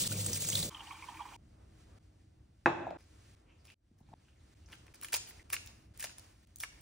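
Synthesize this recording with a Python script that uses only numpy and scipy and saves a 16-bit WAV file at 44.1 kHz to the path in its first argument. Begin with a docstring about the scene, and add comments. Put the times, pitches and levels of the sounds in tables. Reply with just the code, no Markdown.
"""Kitchen shots: pot, water and leaves

Short shots on hard cuts, close to a phone: water tipped from a steel pot drums on the sink, a thin tap
stream gurgles in the pot, the pot lands on a stone counter, leaves are torn, then snipped with scissors.
Noise bands make the water and leaves, gliding sines the bubbles, dying sines the pot, slab and blades.
The hard room rings after the pot and leaf sounds; a low hum and a faint hiss lie underneath."""
import sys
import numpy as np
from scipy import signal
from scipy.fft import rfft, irfft
from scipy.io import wavfile
from scipy.ndimage import uniform_filter1d

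SR = 44100
rng = np.random.default_rng(int(sys.argv[2]) if len(sys.argv) > 2 else 0)


def ratio(d):
    """dB to gain"""
    e = np.asarray(d, float) / 20
    return 10 ** e


def master_out(mix):
    """Clip the mix to full scale and print it as 16-bit PCM to the path in sys.argv[1]."""
    frames = np.transpose(np.atleast_2d(mix))
    ceiling = np.clip(frames, -1, 1)
    pcm = np.round(ceiling * 32767).astype(np.int16)
    wavfile.write(sys.argv[1], SR, pcm)


N = 300321
T = np.arange(N) / SR

# where one shot ends and the next begins: t/s
CUTS = [0, .079, .697, 1.365, 1.988, 2.973, 3.353, 3.744, 4.1417, 4.543, 4.933, 5.432, 5.933, 6.453, 6.81]
# colour of spray and fizz: f/Hz, relative level per Hz/dB
SPRAY = [(300, -3.5), (500, -15.5), (800, -16.5), (1300, -24), (2000, -12.5), (2600, -8), (3500, -2.5),
         (5000, -2), (6500, 2.5), (8000, 3.5), (10000, 2), (12500, 4), (14500, -1.5), (16000, -3)]
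# colour of the leaf noise and of the tails after snips: f/Hz, relative level per Hz/dB
LEAF = [(80, -50), (300, -10), (600, -8), (1300, -6), (2000, -4.5), (2400, -4), (3500, -9), (5500, -3),
        (8000, -8), (10500, 3.5), (13000, -3.5), (16000, -13)]
# one shot rises from a low level: t/s, starting level/dB, time constant/s
FADE_UP = (3.744, -27, 0.13)


def colour(x, table, tilt_db=0., band=None):
    """Shape by (Hz, dB) points and a tilt per octave; with a band, white rms 1 ends as rms 1 inside it."""
    hz = np.fft.rfftfreq(x.shape[-1], 1 / SR) + 1
    table_hz, table_db = np.array(table).T
    level_db = np.interp(np.log(hz), np.log(table_hz), table_db)
    gain = ratio(level_db + tilt_db * np.log2(hz / 2500))
    if band:
        inside = (hz > band[0]) * (hz < band[1])
        gain = gain / np.sqrt(np.mean(gain ** 2 * inside))
    return irfft(rfft(x) * gain, x.shape[-1])


def wide(length, side_db=0.):
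    """Independent mid and side noise; the side has its own colour, so the width varies with frequency."""
    # side colour, almost none at 10.5-13.4 kHz: f/Hz, side minus mid level/dB before side_db
    side_width = [(60, -33.5), (200, -12.5), (400, -4), (700, 3), (1000, 1.5), (1600, -8), (2050, -14),
                  (2600, -1.5), (5000, 0), (6000, -16), (8000, -8.5), (9500, -6), (10500, -37),
                  (13400, -40), (14200, -12.5), (16000, -9.5)]
    mid, side = rng.standard_normal((2, length))
    return np.array([mid, ratio(side_db) * colour(side, side_width)])


def bandpass(x, hz, width):
    """Steep band around hz."""
    edges = [max(hz - width / 2, 20), min(hz + width / 2, .45 * SR)]
    return signal.sosfilt(signal.butter(N=2, Wn=edges, btype="band", fs=SR, output="sos"), x)


def flicker(rate, db, length=N):
    """Random gain that moves to a new value about rate times a second."""
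    k = max(int(SR / rate), 1)
    steps = np.repeat(rng.standard_normal(length // k + 1), k)
    return ratio(db * 1.6 * uniform_filter1d(steps, k)[:length])


def curves(shots):
    """Columns over time; each shot keeps to its own span, silence elsewhere."""
    out = np.full((len(shots[0][0]) - 1, N), -200.)
    for rows in shots:
        s, *columns = np.transpose(rows)
        shot = np.searchsorted(CUTS, np.mean(s)) - 1
        inside = (T >= CUTS[shot]) & (T < CUTS[shot + 1])
        out[:, inside] = [np.interp(T[inside], s, c) for c in columns]
    return out


def add(out, s, x, peak_db=None):
    """Place a sound at s, scaled to peak_db if given; the next cut chops it."""
    next_cut = CUTS[np.searchsorted(CUTS, s, "right")]
    i, end = int(s * SR), min(int(next_cut * SR), N)
    if peak_db is not None:
        x = x * ratio(peak_db) / np.abs(x).max()
    out[..., i:min(i + x.shape[-1], end)] += x[..., :end - i]


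def ring(modes, t):
    """Resonances of a struck body: a sum of dying sines from (Hz, dB, t60 s) rows."""
    return sum(ratio(db) * np.sin(2 * np.pi * hz * t) * np.exp(-np.log(1000) * t / t60)
               for hz, db, t60 in modes)


def swell(length, rise=.25):
    """Quick rise and slower fall on a time scale of length seconds."""
    t = T[:int(4 * length * SR)] / length
    return (1 - np.exp(-t / max(rise, .01))) * np.exp(-2.5 * t)


def bubble(hz, cycles, glide, onset=0.58):
    """A trapped bubble rings a few cycles; a positive glide lifts its pitch as it nears the surface."""
    turns = hz * T[:int(5 * cycles / hz * SR)]
    tone = np.sin(2 * np.pi * turns * (1 + glide * turns))
    tone = tone * np.exp(-turns / cycles) * (1 - np.exp(-turns / onset))
    return tone * [[1], [-.3]]  # mid, side


def pour():
    """The falling sheet drums the thin sink floor; spray hisses, fizzes, slaps and bubbles."""
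    # one block per shot: t/s, drumming level/dB, spray level/dB
    sheet = [
        [(0.0, -46.5, -48.5), (0.079, -39, -42.5)],
        [(0.079, -46.5, -48.5), (0.275, -43.5, -50.5), (0.415, -47.5, -50), (0.6, -43, -45),
         (0.697, -40.5, -53)],
    ]
    # sink floor: f/Hz, relative level per Hz/dB
    sink = [(20, -25), (60, -8.5), (85, -10), (103, 7.5), (122, -13), (145, 3), (165, -5), (195, -4),
            (227, -11.5), (290, -16), (325, -12), (370, -18), (520, -12.5), (700, -24), (1000, -30.5),
            (1600, -33.5)]
    # slaps of water: t/s, peak level/dB, centre f/Hz
    splashes = [(0.038, -24.5, 3700), (0.19, -31.5, 6630), (0.264, -19, 8230), (0.3326, -21.5, 5730),
                (0.375, -27, 9030), (0.423, -23.5, 7530), (0.488, -22, 7580), (0.5017, -20, 6630),
                (0.5542, -17.5, 3860), (0.6289, -21, 4060), (0.246, -28.5, 7000), (0.297, -30, 7500),
                (0.345, -30, 5500), (0.45, -28, 6500), (0.592, -26, 4050), (0.601, -27.5, 4050)]
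    # single bubbles that stand out of the spray: t/s, peak level/dB, f/Hz
    clear_bubbles = [(0.118, -41.5, 1415), (0.1415, -42, 2380), (0.271, -47, 3290), (0.3627, -40.5, 2470),
                     (0.375, -46, 2230), (0.4514, -57, 3600), (0.523, -42, 2090), (0.531, -31, 3070),
                     (0.539, -37, 3300), (0.5752, -31.5, 3500)]
    drum_db, spray_db = curves(sheet)
    n = int(SR * .7)
    out = np.zeros((2, N))
    drum = colour(wide(n, -18.0), sink, band=(60, 250)) * flicker(30, 1.6, n)
    spray = colour(wide(n, 0.91), [(150, -12.5)] + SPRAY, band=(2000, 6000)) * flicker(60, 1.8, n)
    # patches of spray flare up briefly, each in one band
    for s, pitch, size, span in rng.random((110, 4)):
        shape = swell(0.0035 + 0.017 * span, rise=0.1)
        hz = 1800 * 5.5 ** pitch
        patch = shape * bandpass(wide(len(shape), -2.7), hz, 0.21 * hz)
        add(spray, s * .68, patch, -3.0 + 4 * pitch + 6 * size)
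    # fizz of tiny bubbles, few of them loud
    for s, pitch, size in rng.random((900, 3)):
        gain = ratio(-12.5 - 2.7 * np.log(size + .03))
        add(spray, s * .68, gain * bubble(900 * 10 ** pitch, 3.2, 0.004))
    out[:, :n] = ratio(drum_db[:n]) * drum + ratio(spray_db[:n]) * spray
    for s, db, hz in splashes:
        shape = swell(.015, rise=0.082)
        shape = shape * (1 + 0.9 * np.exp(-T[:len(shape)] / 0.003))
        noise = wide(len(shape), -1.4)
        slap = bandpass(noise, hz, 0.28 * hz)
        slap = slap + 0.42 * colour(noise, SPRAY) + 0.12 * bandpass(noise, 1500, 1800)
        add(out, s - .002, shape * slap, db)
    for s, db, hz in clear_bubbles:
        add(out, s - .001, bubble(hz, 6.3, 0.0036), db)
    return out


def tap():
    """The stream shakes the pot wall; air dragged under rings as bubble pairs with small-bubble noise."""
    # gulps of air: t/s, peak level/dB, bubble f/Hz, small-bubble level re gulp/dB, small-bubble f/Hz
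    gulps = [(0.712, -50, 1070, -1, 3140), (0.748, -54.5, 1175, 15, 3100), (0.77, -50.5, 1190, 6.5, 2960),
             (0.797, -56, 1156, 10, 3100), (0.808, -48.5, 910, 8.5, 2990), (0.818, -55, 897, 5, 3050),
             (0.873, -51, 877, 5.5, 3035), (0.91, -40, 1066, -0.5, 2380), (0.925, -46.5, 898, -5, 3230),
             (1.026, -47.5, 993, 6, 2320), (1.04, -50, 1066, 3.5, 2320), (1.088, -41, 937, -6.5, 3140),
             (1.172, -56, 1000, 6, 2230), (1.195, -46, 1110, -5, 2400), (1.207, -36, 935, -18, 2380),
             (1.221, -48, 950, -1.5, 3120), (1.256, -42.5, 970, -14, 2090), (1.289, -47, 1068, -9, 3130),
             (1.325, -47, 880, -30, 2960)]
    # wall of the wet pot: f/Hz, width/Hz, relative level/dB
    wet_wall = [(318.5, 25, 1), (913, 130, 3), (1120, 160, -3), (1850, 110, -9), (2100, 340, -20),
                (2380, 220, -5), (2900, 200, -16.5), (3140, 240, -10)]
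    stream_db, fizz_db = -58.5, -76
    bubbling_s, gulp_s = .65, .013
    start = CUTS[2]
    out, n = np.zeros((2, N)), int(SR * .67)
    wall = sum(ratio(db) * bandpass(wide(n, -17) * flicker(45, 2.8, n), hz, width)
               for hz, width, db in wet_wall)
    add(out, start, ratio(stream_db) * wall / wall[0].std())
    fizz = colour(wide(n, -10), SPRAY, band=(2000, 6000)) * flicker(82, 2.5, n)
    add(out, start, ratio(fizz_db) * fizz)
    for s, pitch, size in rng.random((450, 3)):
        small = bubble(800 * 4.5 ** pitch, 5.5, 0.0073)
        add(out, start + bubbling_s * s, small, -64 - 2.0 * np.log(size + 0.031))
    weak = [(start + bubbling_s * s, -55 + 6 * (size - .5), 800 + 300 * pitch,
             12 * (small - .5), 2100 + 1000 * high)
            for s, size, pitch, small, high in rng.random((9, 5))]
    shape, wash = swell(gulp_s, rise=0.18), swell(0.017, rise=0.16)
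    for s, db, hz, small_db, small_hz in gulps + weak:
        noise = wide(len(shape), -9.0)
        add(out, s - .003, bubble(hz, gulp_s * hz * 0.49, 0.0022, onset=2.2), db)
        # a lower twin beats against the first bubble
        add(out, s + .001, bubble(.9 * hz, gulp_s * hz * 0.8, -0.00096, onset=3.5), db - 8.5)
        add(out, s - .003, shape * bandpass(noise, hz, 190), db - 4.0)
        add(out, s - .003, shape * bandpass(noise, small_hz, 310), db + small_db)
        # the wall answers in all its bands but the lowest
        answer = sum(ratio(g) * bandpass(wide(len(wash), -9), f, w) for f, w, g in wet_wall[1:])
        add(out, s - .002, wash * answer, db - 8.5)
    return out


def knocks():
    """A short push rings slab and pot with a rough lingering clank; bumps ring a dull pair of modes."""
    # pot base meeting the counter: t/s, peak level/dB, push time constant/ms
    landing = (2.6588, -8.5, 0.037)
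    # dry pot: f/Hz, relative level/dB, t60/s (capped at 0.3 s below)
    dry_pot = [(190, -7, 0.49), (286.8, -16.5, 0.92), (340, -4.5, 0.73), (493.6, -4.5, 0.31),
               (576, -8.5, 0.11), (687, -6, .8), (770, -9, 0.39), (820, -5.5, 0.3), (864, -4, 0.37),
               (990, -14, .5), (1280, -16.5, .5), (1346, -13.5, .5), (1555, -12.5, .35), (1704, -13, 0.23),
               (2040, -11.5, .1), (3700, -28, .2), (980, -9, 0.082), (1500, -19.5, 5.0),
               (1647, -12.5, 0.12), (1860, -5.5, 0.17), (2230, -25, 0.54), (2470, -28, 0.89),
               (2568, -5, 0.17), (3450, -34, 0.56), (5270, -41, 0.62), (6725, -40, 0.62)]
    # counter slab: f/Hz, relative level/dB, t60/s
    slab = [(150, -22, 0.12), (340, -4, 0.11), (290, -12.5, 0.091), (1613, 16, 0.0085), (830, 2, 0.025),
            (524, -14, 0.02), (665, -5, 0.048), (2600, -5.5, 0.036), (3700, -12, 0.011), (5500, -8, 0.013)]
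    # rough clank: f/Hz, relative level per Hz/dB
    clank_colour = [(120, -9), (350, -3.5), (700, 5.5), (1600, -3), (2300, -7), (2650, -3.5), (3000, -17.5),
                    (3500, -10.5), (4000, -15.5), (4400, -23.5), (7000, -15.5), (10000, -21),
                    (16000, -29.5)]
    # soft bumps as the pot rocks and the colander is nudged: t/s, peak level/dB, f/Hz, t60/s
    bumps = [(2.868, -30, 750, 0.041), (2.8765, -30.5, 674, 0.02), (2.889, -49, 810, .025),
             (2.909, -32, 673, 0.023), (2.926, -40.5, 607, 0.05), (3.914, -56, 202, 0.025),
             (4.005, -64, 775, 0.025), (4.011, -49, 150, 0.016), (4.036, -63, 201, 0.018),
             (4.089, -56, 150, 0.027), (4.119, -54, 160, 0.024), (4.088, -61.5, 820, 0.029),
             (4.118, -60, 665, 0.048), (4.130, -51, 830, 0.03), (4.1355, -42.5, 777, 0.02),
             (4.138, -46, 170, 0.056)]
    out, t = np.zeros(N), T[:int(.35 * SR)]
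    s, db, ms = landing
    pot = sum(ring([(f, g, min(d, .3))], t) * flicker(60, 1.2, len(t)) for f, g, d in dry_pot)
    decay = 0.6 * np.exp(-t / 0.0078) + 0.14 * np.exp(-t / 0.028) + 0.081 * np.exp(-t / 0.1382)
    clank = colour(rng.standard_normal(len(t)), clank_colour) * decay
    push = (t[:300] / ms) ** 2 * np.exp(-t[:300] / ms * 1000)
    body = ring(slab, t) + ratio(-19.5) * pot + ratio(9.0) * clank
    # the base lands edge first, so the blow builds over a millisecond
    body = body * (1 - np.exp(-t / 0.001))
    add(out, s, bandpass(np.convolve(body, push), 7940.0, 15683), db)
    for s, db, hz, t60 in bumps:
        scuff = colour(rng.standard_normal(len(t)), clank_colour) * np.exp(-t / 0.0022)
        pair = ring([(hz, 0, t60), (1.123 * hz, -6, t60)], t) * flicker(150, 0.97, len(t))
        add(out, s, (pair + 0.19 * scuff) * (1 - np.exp(-t / 0.0025)), db)
    return out


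def leaves():
    """Snaps are a few ms of noise with a blade ring; crunches are swarms of tiny cracks."""
    # stems giving way, blades and rims touching; at 4.139 s the click of a cut:
    # t/s, peak level/dB, centre f/Hz, treble level re peak/dB
    snaps = [(2.906, -47.5, 2900, -13), (3.653, -56, 2780, 4), (3.702, -49, 2757, -21),
             (4.139, -57, 2500, -8), (4.2845, -59.5, 2000, -20), (4.7273, -43.5, 2500, -8),
             (4.731, -43, 2400, -8), (4.737, -45, 2340, -10), (4.8815, -49, 1830, -16),
             (4.94, -50, 2380, -6), (5.014, -52, 2400, 14.5), (5.0305, -43, 1380, -10),
             (5.0464, -34, 2380, -14), (5.086, -44, 2320, 5), (5.0253, -43, 2400, -1),
             (5.1276, -35.5, 2240, -9), (5.1286, -27.5, 2100, 1), (5.137, -39, 2300, -5.5),
             (5.1388, -38, 2300, -11), (5.1419, -23.5, 4850, 7), (5.1415, -37, 750, -6),
             (5.1494, -29.5, 2160, 9.5), (5.16, -45, 6000, 23), (5.167, -46, 6040, 21.5),
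             (5.2752, -48, 2500, -12), (5.309, -47.5, 2470, -12.5), (5.5027, -38, 2100, 5),
             (5.5331, -27, 2000, 4.5), (5.5401, -38, 2140, 6), (5.544, -30, 2260, 0),
             (5.662, -57, 2500, 19), (5.5661, -29, 2400, -19), (5.6742, -38.5, 5700, 0),
             (5.9762, -57, 2620, 19), (5.9975, -45, 2400, 12), (6.007, -45, 2380, 16),
             (6.011, -39, 2300, -6.5), (6.027, -36, 2390, 8), (6.041, -35, 2500, -2),
             (6.044, -40, 790, -20), (6.047, -37, 2300, -5), (6.071, -43, 2200, -8),
             (6.096, -43, 2300, -12), (6.56, -65, 4200, 29.5), (6.5695, -60, 5560, 18),
             (6.586, -59, 4430, 18), (6.598, -54, 6000, 13), (6.6028, -36.5, 6160, 11),
             (6.613, -57, 6000, 17), (6.6363, -25, 2100, -3), (6.645, -48, 2320, -21.5)]
    # leaves tearing or crushed between the blades: t/s, length/s, level/dB, tilt/dB per octave
    crunches = [(2.976, 0.049, -66, -3.5), (3.643, 0.04, -66, -2), (3.68, 0.064, -69, -1.5),
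                (3.975, 0.037, -80, 2), (4.673, 0.076, -66.5, -4), (4.716, 0.03, -57.5, -2),
                (4.863, 0.0094, -65, -3), (5.493, 0.027, -59, 0), (4.935, 0.018, -59, 1),
                (5.021, 0.018, -51, 2.5), (5.041, 0.017, -53, 3.5), (5.06, 0.04, -61, 0),
                (5.121, 0.041, -39.5, 0.5), (5.265, 0.035, -70.5, 12), (5.384, 0.021, -76, -7),
                (5.523, 0.026, -41.5, 1.5), (5.986, 0.056, -53, 1.5), (6.025, 0.032, -47.5, 0.5),
                (6.179, 0.012, -55, 2), (6.598, 0.035, -54, 4), (6.627, 0.02, -48.5, -0.5)]
    # faint ticks of handled leaves: from t/s, to t/s, middle peak level/dB, spread either way/dB
    faint_ticks = (4.55, 6.63, -65, 3)
    blade = [(2400, -24, 0.06)]  # f/Hz, level re snap/dB, t60/s
    cracks_per_s, crack_s, even_bed = 500, .001, .3
    out, t = np.zeros(N), T[:int(.05 * SR)]
    start, end, tick_db, spread_db = faint_ticks
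    ticks = [(start + (end - start) * s, tick_db + spread_db * 2 * (size - .5),
              1700 * 2.5 ** pitch, 20 * (treble - .5))
             for s, size, pitch, treble in rng.random((12, 4))]
    snap_shape = (1 - np.exp(-t / .0005)) * (np.exp(-t / .0015) + .15 * np.exp(-t / .006))
    for s, db, hz, treble_db in snaps + ticks:
        noise = rng.standard_normal(len(t)) * snap_shape
        low = bandpass(noise, hz, 0.65 * hz)
        add(out, s - .001, low / np.abs(low).max() + ring(blade, t), db)
        add(out, s - .001, bandpass(noise * np.exp(-t / 0.003), 10950, 7800), db + treble_db)
    for s, length, db, tilt in crunches:
        part = T[:int(1.6 * length * SR)] / length
        n = len(part)
        shape = np.clip(part / 0.25, 0, 1) * np.clip(1.6 - part, 0, 1.1) ** 0.86
        starts = (rng.random(n) < cracks_per_s / SR) * rng.random(n)
        bursts = even_bed + signal.lfilter([1], [1, -np.exp(-1 / (crack_s * SR))], starts)
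        grains = rng.standard_normal(n) * bursts * flicker(900, 2.26, n)
        cracks = colour(grains, LEAF, tilt, band=(1000, 6000))
        squeak = ratio(-5) * bandpass(cracks, 2400, 280)
        add(out, s, ratio(db) * shape * (cracks + squeak))
    return out


def rubs():
    """Wet leaves rub in a narrow band that swells softly; faint patches of rustle come at random."""
    # clear squeaks: t/s, length/s, peak level/dB, f/Hz
    squeaks = [(3.482, 0.065, -62, 2600), (3.673, 0.072, -53.5, 2720), (4.2, .02, -75.5, 2900),
               (4.28, 0.03, -68, 2900), (4.659, 0.01, -56.5, 5640), (5.392, 0.024, -50, 2100)]
    # faint patches while leaves are handled: from t/s, to t/s, middle peak level/dB, spread either way/dB
    patches = (2.98, 4.93, -74, 4)
    out = np.zeros(N)
    start, end, patch_db, spread_db = patches
    faint = []
    for s, span, size, pitch in rng.random((45, 4)):
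        at = start + (end - start) * s
        # none in the first 0.2 s of the shot that fades up
        if abs(at - FADE_UP[0] - .1) > .1:
            level_db = patch_db + spread_db * 2 * (size - .5)
            faint.append((at, 0.014 + 0.04 * span, level_db, 1800 * 4.5 ** pitch))
    for s, length, db, hz in squeaks + faint:
        shape = swell(length, rise=0.38)
        noise = rng.standard_normal(len(shape)) * flicker(296, 1.4, len(shape))
        add(out, s, shape * bandpass(noise, hz, 0.24 * hz), db)
    return out


def snip_tails():
    """After each main snip a hissy room tail fades evenly, then drops faster."""
    # t/s, starting level/dB, time until the faster drop/s
    tails = [(4.721, -91, .3), (5.16, -62.5, .3), (5.55, -63, 0.29), (6.03, -64, 0.38), (6.631, -69.5, .3)]
    fade_db_per_s, stop_db_per_s, tilt_db_per_octave = -43, -200, -2.5
    out, t = np.zeros((2, N)), T[:SR // 2]
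    for s, db, length in tails:
        noise = colour(wide(len(t)), LEAF, tilt_db_per_octave, band=(1000, 6000))
        noise = noise * flicker(30, 1.5, len(t))
        level = ratio(db + fade_db_per_s * t + stop_db_per_s * np.clip(t - length, 0, None))
        add(out, s, level * (1 - np.exp(-t / 0.0055)) * noise)
    return out


def in_room(near):
    """Direct sound in the mid, scatter in the side, and a tail with its own decay per band; cuts stop it."""
    # tail: f/Hz, t60/s, relative level/dB
    tail_bands = [(150, 1, -6), (304, 1, -11), (615.3, 0.73, -16.5), (1190, 0.2194, -12), (2400, 0.66, -18),
                  (4434, 0.49, -13.5), (9190, 0.39, -26.5)]
    # colour of the scattered side sound, with a gap at 10.5-13.4 kHz: f/Hz, relative level per Hz/dB
    scatter_colour = [(250, -25), (600, -8.5), (1200, -11.5), (3000, -7.5), (7000, -1.5), (9500, -12),
                      (10500, -33.5), (13400, -40.5), (14500, -20)]
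    t = T[:int(.6 * SR)]
    noise = wide(len(t)) * (1 - np.exp(-t / 0.0017))
    tail = sum(ratio(db) * bandpass(noise, hz, 0.84 * hz) * np.exp(-np.log(1000) * t / t60)
               * np.sqrt(14 / t60 / SR) for hz, t60, db in tail_bands)
    scatter = ratio(-32.0) * colour(rng.standard_normal(len(t)), scatter_colour) * np.exp(-t / 0.057)
    response = ratio(8) * tail + np.array([t == 0, scatter])
    out = np.zeros((2, N))
    for a, b in zip(CUTS, CUTS[1:]):
        add(out, a, signal.fftconvolve(near[None, int(a * SR):int(b * SR)], response))
    return out


def room_tone():
    """Low hum with a narrow drone, and a hiss whose dull and bright parts flicker separately."""
    # hum: f/Hz, relative level per Hz/dB
    hum_colour = [(25, -25.5), (40, -5), (60, 2.5), (100, 0), (150, -10), (220, -13), (320, -19),
                  (450, -30.5), (700, -29)]
    # hiss: f/Hz, relative level per Hz/dB
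    air = [(300, 0), (500, -7), (800, -12.5), (1300, -11.5), (2000, -13.5), (2600, -16.5), (3500, -19),
           (5000, -19.5), (6500, -18.5), (8000, -20.5), (10000, -19), (12500, -23), (14500, -29),
           (16000, -38)]
    # each shot from the tap on: hum level/dB, hiss level at the cut/dB, hiss level it drifts to/dB,
    # hiss tilt/dB (bright part up, dull part down)
    tone_levels = [(-61, -65.5, -66, 4.5), (-60, -84.5, -69.5, 0), (-62, -81.5, -82, 0.5),
                   (-62, -79, -73, 3.5), (-64, -75, -83.5, 1), (-60, -87.5, -75, 1), (-62, -80.5, -76, 2),
                   (-60, -81.5, -71, 2), (-61.5, -71, -74.5, 3.5), (-61, -74, -82.5, 1.5),
                   (-62, -73.5, -78, 3), (-63.5, -85, -72.5, 1)]
    drift_s = 0.23
    shot = np.searchsorted(CUTS, T, "right") - 1
    rows = [(-200, -200, -200, 0)] * 2 + tone_levels  # the two pouring shots have no tone
    hum_db, first_db, last_db, tilt = np.transpose(rows)[:, shot]
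    age = T - np.array(CUTS)[shot]
    hiss_db = last_db + (first_db - last_db) * np.exp(-age / drift_s)
    s, db, rise = FADE_UP
    fade = ratio(db * (T >= s) * np.exp(-np.abs(T - s) / rise))
    hum = colour(wide(N), hum_colour + [(1500, -57)], band=(40, 200))
    drone = bandpass(wide(N), 315, 26)
    hum = hum + ratio(-17.5) * drone / drone[0].std()
    noise = colour(wide(N), [(120, -24.0)] + air, band=(1000, 6000))
    dull = colour(noise, [(1200, -0.5), (5000, -27.5)])
    bright = noise - dull
    hiss = ratio(-tilt) * flicker(9, 1.5) * dull + ratio(tilt) * flicker(13, 1.4) * bright
    hiss = ratio(hiss_db) * flicker(25, 0.672) * hiss
    return fade * (ratio(hum_db) * flicker(3.1, .8) * hum + hiss)


def scene():
    """All sources as left and right; every shot closes, and all but the first open, with a short fade."""
    fade_in_s, fade_out_s = 0.0081, 0.0017  # time constant, length
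    water = pour() + tap()
    handled = in_room(knocks() + leaves() + rubs())
    mid, side = water + handled + snip_tails() + room_tone()
    shot = np.searchsorted(CUTS, T, "right")
    age, left = T - np.array(CUTS)[shot - 1], np.array(CUTS)[shot] - T
    opening = 1 - (shot > 1) * np.exp(-age / fade_in_s)
    closing = np.clip(left / fade_out_s, 0, 1)
    return np.array([mid + side, mid - side]) * opening * closing


def low_pass(x):
    """Removes everything above the highest recorded frequency."""
    return signal.sosfilt(signal.butter(12, 16970, fs=SR, output="sos"), x)


def record(dry):
    """Two ports on one phone: the right leads in the treble by a phase set per frequency; the top is cut."""
    # right-port lead by frequency, opposite phase at 10.3-13.4 kHz: f/Hz, phase lead/rad
    port_lead = [(5400, 0), (6000, 0.47), (7000, 1.62), (8000, 1.4), (9000, 2), (9700, 4.5), (10300, np.pi),
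                 (13400, np.pi), (14500, 4.5), (16000, 6.5)]
    top_hz = 15900
    hz = np.fft.rfftfreq(N, 1 / SR)
    lead = np.interp(hz, *np.transpose(port_lead))
    ports = np.exp(.5j * lead * np.array([[-1], [1]]))
    top_cut = np.clip((top_hz - hz) / 500 + .5, 0, 1) ** 2
    mix = irfft(rfft(dry) * ports * top_cut, N)
    return low_pass(mix)


dry = scene()
out = record(dry)
master_out(out)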